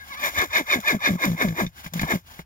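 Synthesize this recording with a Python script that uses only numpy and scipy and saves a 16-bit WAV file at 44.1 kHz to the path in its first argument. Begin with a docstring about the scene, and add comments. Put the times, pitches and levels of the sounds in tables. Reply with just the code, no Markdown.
"""A still, snowy field; a horse nickers close by, a little left of a two-port microphone.
Ten quick pushes of air go through its nose: a thin whistle slides down, a rough squeal rings in the
nasal passages, and the pitch collapses into the grunt of a slack, flapping throat. The run gets lower
and throatier, with draughts through the nostrils, wet lip smacks and throat knocks in between.
Soft puffs of air hit the microphone, and a faint breeze lies behind it all."""
import sys
import numpy as np
from scipy.fft import rfft, irfft, next_fast_len
from scipy.io import wavfile
from scipy.ndimage import map_coordinates

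SR = 44100
rng = np.random.default_rng(int(sys.argv[2]) if len(sys.argv) > 2 else 0)


def generate_wav(signal):
    """Clip the signal to [-1, 1] and save it as 16-bit WAV at the path in sys.argv[1]."""
    frames = np.transpose(np.atleast_2d(signal))
    scaled = np.clip(frames, -1, 1) * 32767
    pcm = np.round(scaled).astype(np.int16)
    wavfile.write(sys.argv[1], SR, pcm)


N = 108045
T = np.arange(N) / SR

# breeze over open ground: f/Hz, level/dB
BREEZE_SPECTRUM = [(25, -5.5), (75, 12), (120, 2), (250, -16.5), (600, -23), (2500, -25.5), (8000, -43.5),
                   (15500, -39)]
# puffs of air on the microphone: t/s, level/dB
BUFFETS = [(.39, -35.5), (.5, -46.5), (1.31, -41), (1.49, -54), (1.675, -39), (2.03, -34.5)]
# course of the opening whine: t/s, f/Hz, level/dB
WHINE_PATH = [(0, 524, -47), (0.069, 530, -64), (0.114, 570, -36.5), (0.139, 512, -38.5), (0.189, 596, -40),
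              (0.231, 606, -41)]
# resonances of the nasal passages: f/Hz, width/Hz, level/dB
NASAL_MODES = [(315, 246, -9), (644, 250, -5.5), (1105, 337, -3), (1747, 214, 3), (2132, 160, 3),
               (2390, 253, -2.5), (3020, 205, -14.5), (3646, 250, -7), (4130, 220, -16.5), (4730, 230, -17),
               (5685, 350, -17.5), (6400, 330, -23.5), (6860, 570, -26.5)]
# steady draughts through the nostrils: start/s, end/s, level/dB
DRAUGHTS = [(0, .085, -51.5), (0.107, 0.337, -43), (1.774, 1.877, -43), (1.974, 2.049, -37.5),
            (2.145, 2.15, -36.5), (2.288, 2.408, -46.5)]
# colour of a draught: f/Hz, level/dB
DRAUGHT_SPECTRUM = [(100, -4), (220, 5.5), (450, -9), (750, 3.5), (1350, 3), (1650, 5), (2000, 3.5),
                    (2450, -1.5), (2850, 3.5), (3700, -1.5), (7000, -5.5), (8200, -19), (9500, -7.5),
                    (15500, -7)]
# short nostril whistles: t/s, half-width/s, f/Hz, level/dB
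PEEPS = [(0.025, 0.023, 1610, -40), (0.114, 0.013, 1094, -41), (0.146, 0.019, 1035, -38.5),
         (0.196, 0.028, 1197, -36.5)]
# pushes of air: pitch collapse t/s, hold before it/s, squeal/dB, top f/Hz, noise share (capped in use),
# tilt/(dB/octave), hiss/dB, whistle/dB
PUSHES = [(0.284, 0.038, -21.5, 609, 0.47, 1, -31.5, -42), (0.433, 0.049, -20, 622, 0.8, 1.5, -31.5, -66),
          (.590, 0.032, -16.5, 638.7, 0.49, 3, -31.5, -39.5),
          (.750, 0.031, -16.5, 627.5, 0.35, 3, -31.5, -40), (.920, 0.038, -17.5, 620, 0.37, 3, -33, -36),
          (1.083, 0.026, -16, 616.3, 0.45, 3, -34, -38), (1.259, 0.023, -19.5, 558, 0.57, 0, -32, -40.5),
          (1.434, 0.014, -18.5, 542.3, 0.64, -1, -32, -47),
          (1.612, 0.0085, -18, 499.5, 0.74, -2.5, -32, -48),
          (2.134, 0.027, -22.5, 478, 0.97, -1.5, -33, -36.5)]
# colour of the nostril hiss: f/Hz, level/dB
HISS_SPECTRUM = [(100, -75), (500, 5), (2400, 0.5), (2800, 1), (3600, 4.5), (4300, -4), (4900, 0),
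                 (7200, 3.5), (7900, -13), (8800, -14.5), (9300, 1.5), (11000, -10), (12500, 5),
                 (15500, -4.5)]
# nasal rings that sink in each squeal: first f/Hz, last f/Hz, level/dB
NASAL_RINGS = [(1844, 1660, -3), (2478, 2080, 1), (3670, 3560, -11)]
# grunts: t/s, length/s, level/dB, first f/Hz, slide time/s
GRUNTS = [(.400, 0.04, -26.5, 559, 0.055), (0.567, 0.044, -26, 530, 0.042),
          (0.723, 0.069, -25.5, 480, 0.038), (0.903, 0.061, -21, 460, 0.025),
          (1.069, .092, -18.5, 450, 0.016), (1.239, 0.11, -17.5, 433, 0.018),
          (1.413, .122, -19, 441.4, 0.02015), (1.594, 0.051, -20, 420, 0.017),
          (1.933, 0.037, -19.5, 166.4, 0.012), (2.111, 0.05, -19, 413.6, 0.01935)]
# wet lip smacks: t/s, level/dB
LIP_SMACKS = [(0.801, -32), (1.864, -39), (1.935, -26), (1.992, -43), (2.013, -26.5), (2.389, -41.5)]
# throat knocks: t/s, low ring/dB, nasal puff/dB, puff tilt/(dB/octave)
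THROAT_KNOCKS = [(1.316, -39, -38, 13), (1.484, -22, -28, 7), (1.664, -22, -31.5, 12.5),
                 (1.861, -27.5, -29.5, 1.5), (1.993, -22.5, -20.5, 6.5), (2.015, -19, -28, 0),
                 (2.03, -13.5, -20, -4), (2.044, -20, -38, 4), (2.391, -29, -32, -4)]
# lead of the left port over the right: f/Hz, phase/rad
PORT_LEAD = [(0, 0), (500, 1.1), (850, 1.23), (1500, 3), (1800, 3.5), (2200, 5.5), (2600, 8.5), (3600, 8.5),
             (5000, 12), (7000, 18), (16000, 33)]
# left port against right: f/Hz, level/dB
PORT_BALANCE = [(60, 4), (300, -0.1), (650, 3.5), (1150, -0.5), (1650, 10), (2050, -4.5), (2450, 0),
                (4200, -1.5), (6500, 3), (9500, -0.5), (13000, 4.5), (15500, 12)]
# likeness of noise at the two ports: f/Hz, correlation
PORT_LIKENESS = [(100, 0.88), (2400, 0.97), (4500, 0.63), (15000, 0.64)]

THROAT_HZ, CHEST_HZ = 166.8, 54  # where the voice comes to rest; the shake of the chest


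def amp(db):
    """Decibels to gain."""
    return 10 ** (np.asarray(db) / 20)


def unit(x):
    """x at rms 1."""
    return x / np.sqrt(np.mean(x ** 2) + 1e-20)


def along(points, hz):
    """Read a table of f/Hz, value on a log frequency axis."""
    freqs, values = np.transpose(points)
    return np.interp(np.log(hz + 1), np.log(freqs + 1), values)


def wobble(rate):
    """A smooth random curve, rate knots a second."""
    return map_coordinates(rng.standard_normal(N // 8), [T * rate], mode="wrap")


def filtered(x, response):
    """Shape x by a response that is a function of frequency."""
    size = next_fast_len(N + 8192, True)
    return irfft(rfft(x, size) * response(np.fft.rfftfreq(size, 1 / SR)), size)[..., :N]


def noise(gain):
    """Two-port noise of rms 1, coloured by gain(hz) and less alike in the treble."""
    def mid_and_side(hz):
        angle = np.arccos(np.clip(along(PORT_LIKENESS, hz), 0, 1)) / 2
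        return gain(hz) * [np.cos(angle), np.sin(angle)]
    mid, side = filtered(rng.standard_normal((2, N)), mid_and_side)
    return unit(np.array([mid + side, mid - side]))


def swell(start, end, rise_db_s, fall_db_s):
    """Gain that rises until start, holds until end and dies away."""
    return amp(-rise_db_s * np.maximum(start - T, 0) - fall_db_s * np.maximum(T - end, 0))


def burst(at, attack_s, decay_s):
    """A quick rise and an exponential decay."""
    age = np.maximum(T - at, 0)
    return (1 - np.exp(-(age / attack_s) ** 2)) * np.exp(-np.maximum(age - attack_s, 0) / decay_s)


def bump(at, width_s):
    """A bell-shaped envelope."""
    return np.exp(-((T - at) / width_s) ** 2)


def step(at, edge_s):
    """A smooth step in time from 0 to 1."""
    return .5 + .5 * np.tanh((T - at) / edge_s / 2)


def unsteady_phase(hz, jitter, rate):
    """Phase of a vibration whose pitch wavers by the fraction jitter."""
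    return 2 * np.pi * np.cumsum(hz * (1 + jitter * wobble(rate))) / SR


def nose(hz, tilt_db=0):
    """Gain of the nasal passages, tilted by tilt_db an octave around 2 kHz."""
    power = sum((amp(db) / (1 + (2 * (hz - centre) / width) ** 2)) ** 2
                for centre, width, db in NASAL_MODES)
    return np.sqrt(power) * amp(tilt_db * np.log2(np.clip(hz, 400, 4000) / 2000))


def voice(pitch, tilt_db, jitter, gain):
    """Twelve harmonics slide through the nasal resonances, with the total energy of gain."""
    phase = unsteady_phase(pitch, jitter, rate=500)
    on = gain > gain.max() / 1000
    k = np.arange(1, 13)[:, None]
    harmonics = np.sin(k * phase[on] + rng.uniform(0, 2 * np.pi, k.shape))
    tone = np.zeros(N)
    tone[on] = np.sum(nose(k * pitch[on], tilt_db) * harmonics, 0) * gain[on]
    return tone * np.sqrt(np.sum(gain ** 2) / np.sum(tone ** 2))


def breeze():
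    """Faint, low wind over open ground."""
    return amp(-55 + .61 * wobble(8.46)) * noise(lambda hz: amp(along(BREEZE_SPECTRUM, hz)))


def whine():
    """A soft voiced whine through the nose opens the run."""
    times, hz, db = np.transpose(WHINE_PATH)
    gain = amp(np.interp(T, times, db, right=-140) + 1.6 * wobble(122))
    return voice(np.interp(T, times, hz), tilt_db=5, jitter=.023, gain=gain)


def draughts():
    """Air streams through the nostrils before the run and around its last push."""
    flow = sum(amp(db) * swell(start, end, rise_db_s=354, fall_db_s=612) for start, end, db in DRAUGHTS)
    return flow * amp(2.4 * wobble(90)) * noise(lambda hz: amp(along(DRAUGHT_SPECTRUM, hz)))


def peeps():
    """The nostrils whistle briefly before the first push."""
    return sum(amp(db) * bump(at, width_s) * np.sin(unsteady_phase(hz, jitter=.036, rate=290))
               for at, width_s, hz, db in PEEPS)


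def nostril_opening(at, hold):
    """The nostrils open 60 ms ahead of a push's hold."""
    return step(at - hold - .06, edge_s=.007)


def whistles(centre_hz=863, lead_s=.066, slide_s=.065):
    """A thin falling whistle leads into each squeal."""
    out = np.zeros(N)
    for at, *_, db in PUSHES:
        peak = at - lead_s
        pitch = centre_hz * np.exp(-np.clip((T - peak) / slide_s, -1, 2))
        out += amp(db) * bump(peak, width_s=.03) * np.sin(unsteady_phase(pitch, jitter=.0537, rate=330))
    return out


def hiss_and_smacks():
    """Air hisses in the nostrils with each push; the lips smack in short bursts of the same colour."""
    pushes = sum(amp(db) * nostril_opening(at, hold)
                 * swell(at - hold, at - .004, rise_db_s=314, fall_db_s=329)
                 for at, hold, *_, db, _ in PUSHES)
    smacks = sum(amp(db) * burst(at, attack_s=.0012, decay_s=.0081) for at, db in LIP_SMACKS)
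    flicker = amp(2.25 * wobble(220))
    return (pushes + smacks) * flicker * noise(lambda hz: amp(along(HISS_SPECTRUM, hz)))


def squeals():
    """Each push drives a rough, fluttering squeal whose pitch scoops up, then collapses."""
    out = np.zeros((2, N))
    for at, hold, db, top_hz, noise_share, tilt_db, _, _ in PUSHES:
        scoop = .75 + .25 * step(at - .074, edge_s=.00914)
        held = 1 - step(at + .01, edge_s=.014)
        pitch = THROAT_HZ + (top_hz * scoop - THROAT_HZ) * held
        gain = swell(at - hold, at - .011, rise_db_s=400, fall_db_s=523) * nostril_opening(at, hold)
        noise_share = min(noise_share, .7)
        tone = amp(-2) * voice(pitch, tilt_db, jitter=.011, gain=gain)
        tone += (1 - noise_share) * gain * nasal_rings(at)
        breath = gain * noise(lambda hz: nose(hz, tilt_db))
        level = amp(db + 1.3 * wobble(330))
        out += level * (np.sqrt(1 - noise_share) * tone + np.sqrt(noise_share) * breath)
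    return out


def nasal_rings(at):
    """Narrow nasal rings catch once the push is strong and slide down as it runs out."""
    sunk = step(at - .0202, edge_s=.00855)
    tones = sum(amp(db) * np.sin(unsteady_phase(first + (last - first) * sunk, jitter=.0197, rate=600))
                for first, last, db in NASAL_RINGS)
    return tones * step(at - .058, edge_s=.0044)


def buffets(rumble_hz=75):
    """Soft puffs of air rumble on the microphone ports."""
    puffs = sum(amp(db) * bump(at, width_s=.018) for at, db in BUFFETS)
    return puffs * noise(lambda hz: (hz / rumble_hz) ** 2 / (1 + (hz / rumble_hz) ** 6))


def grunts(flap_hz=58, flap_db=4.5, swell_s=.038, sag_db_s=103):
    """The slack throat hums and flaps unevenly, letting out rasp and hiss while the chest shakes."""
    hum, effort = np.zeros(N), np.zeros(N)
    flaps = amp(flap_db * np.sin(unsteady_phase(flap_hz, jitter=.271, rate=120)))
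    for at, length, db, first_hz, slide_s in GRUNTS:
        pitch = THROAT_HZ + (first_hz - THROAT_HZ) * np.exp(-np.maximum((T - at) / slide_s, -.5))
        gain = amp(db - sag_db_s * np.maximum(T - at - swell_s, 0))
        gain *= swell(at + swell_s, at + length, rise_db_s=427, fall_db_s=814)
        gain *= step(at - .008, edge_s=.002)
        phase = unsteady_phase(pitch, jitter=.06, rate=200)
        taut = np.clip(pitch / THROAT_HZ - .8, 0, 1)  # a tauter throat is brighter and rougher
        overtones = amp(1.5) * sum(nose(k * pitch) * np.sin(k * phase) for k in (2, 3))
        growl = amp(-5) * unit(wobble(380)) * np.sin(phase)
        hum += gain * (np.sin(phase) + taut * (overtones + growl))
        effort += gain
    rasp = amp(-23) * flaps * noise(lambda hz: nose(hz, tilt_db=-4))
    hiss = amp(-20.5) * noise(lambda hz: amp(along(HISS_SPECTRUM, hz)))
    chest = amp(-40.5) * np.sin(unsteady_phase(CHEST_HZ, jitter=.265, rate=60))
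    return flaps * (hum + effort * rasp) + effort * (chest + hiss)


def knocks():
    """Single flaps of the throat: a low ring, a chest thump and a puff through the nose."""
    out = np.zeros((2, N))
    for at, ring_db, puff_db, tilt_db in THROAT_KNOCKS:
        turn = 2 * np.pi * (T - at)
        ring = np.sin(THROAT_HZ * turn) + amp(-9) * np.sin(CHEST_HZ * turn)
        puff = noise(lambda hz: nose(hz, tilt_db))
        out += amp(ring_db) * burst(at, attack_s=.0021, decay_s=.0098) * ring
        out += amp(puff_db) * burst(at, attack_s=.0014, decay_s=.0069) * puff
    return out


def scene():
    """The muzzle is close and to the left, so its sound reaches the left port first."""
    def ports(hz):
        half = np.array([[.5], [-.5]])
        lead = np.interp(hz, *np.transpose(PORT_LEAD))
        return amp(half * along(PORT_BALANCE, hz)) * np.exp(1j * half * lead)
    horse = squeals() + whistles() + peeps() + whine() + grunts() + knocks()
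    horse += hiss_and_smacks() + draughts()
    return filtered(horse, ports) + buffets() + breeze()


def record(dry, top_hz=15800):
    """The recorder cuts off steeply at its band limit."""
    return filtered(dry, lambda hz: 1 / (1 + (hz / top_hz) ** 300))


dry = scene()
out = record(dry)
generate_wav(out)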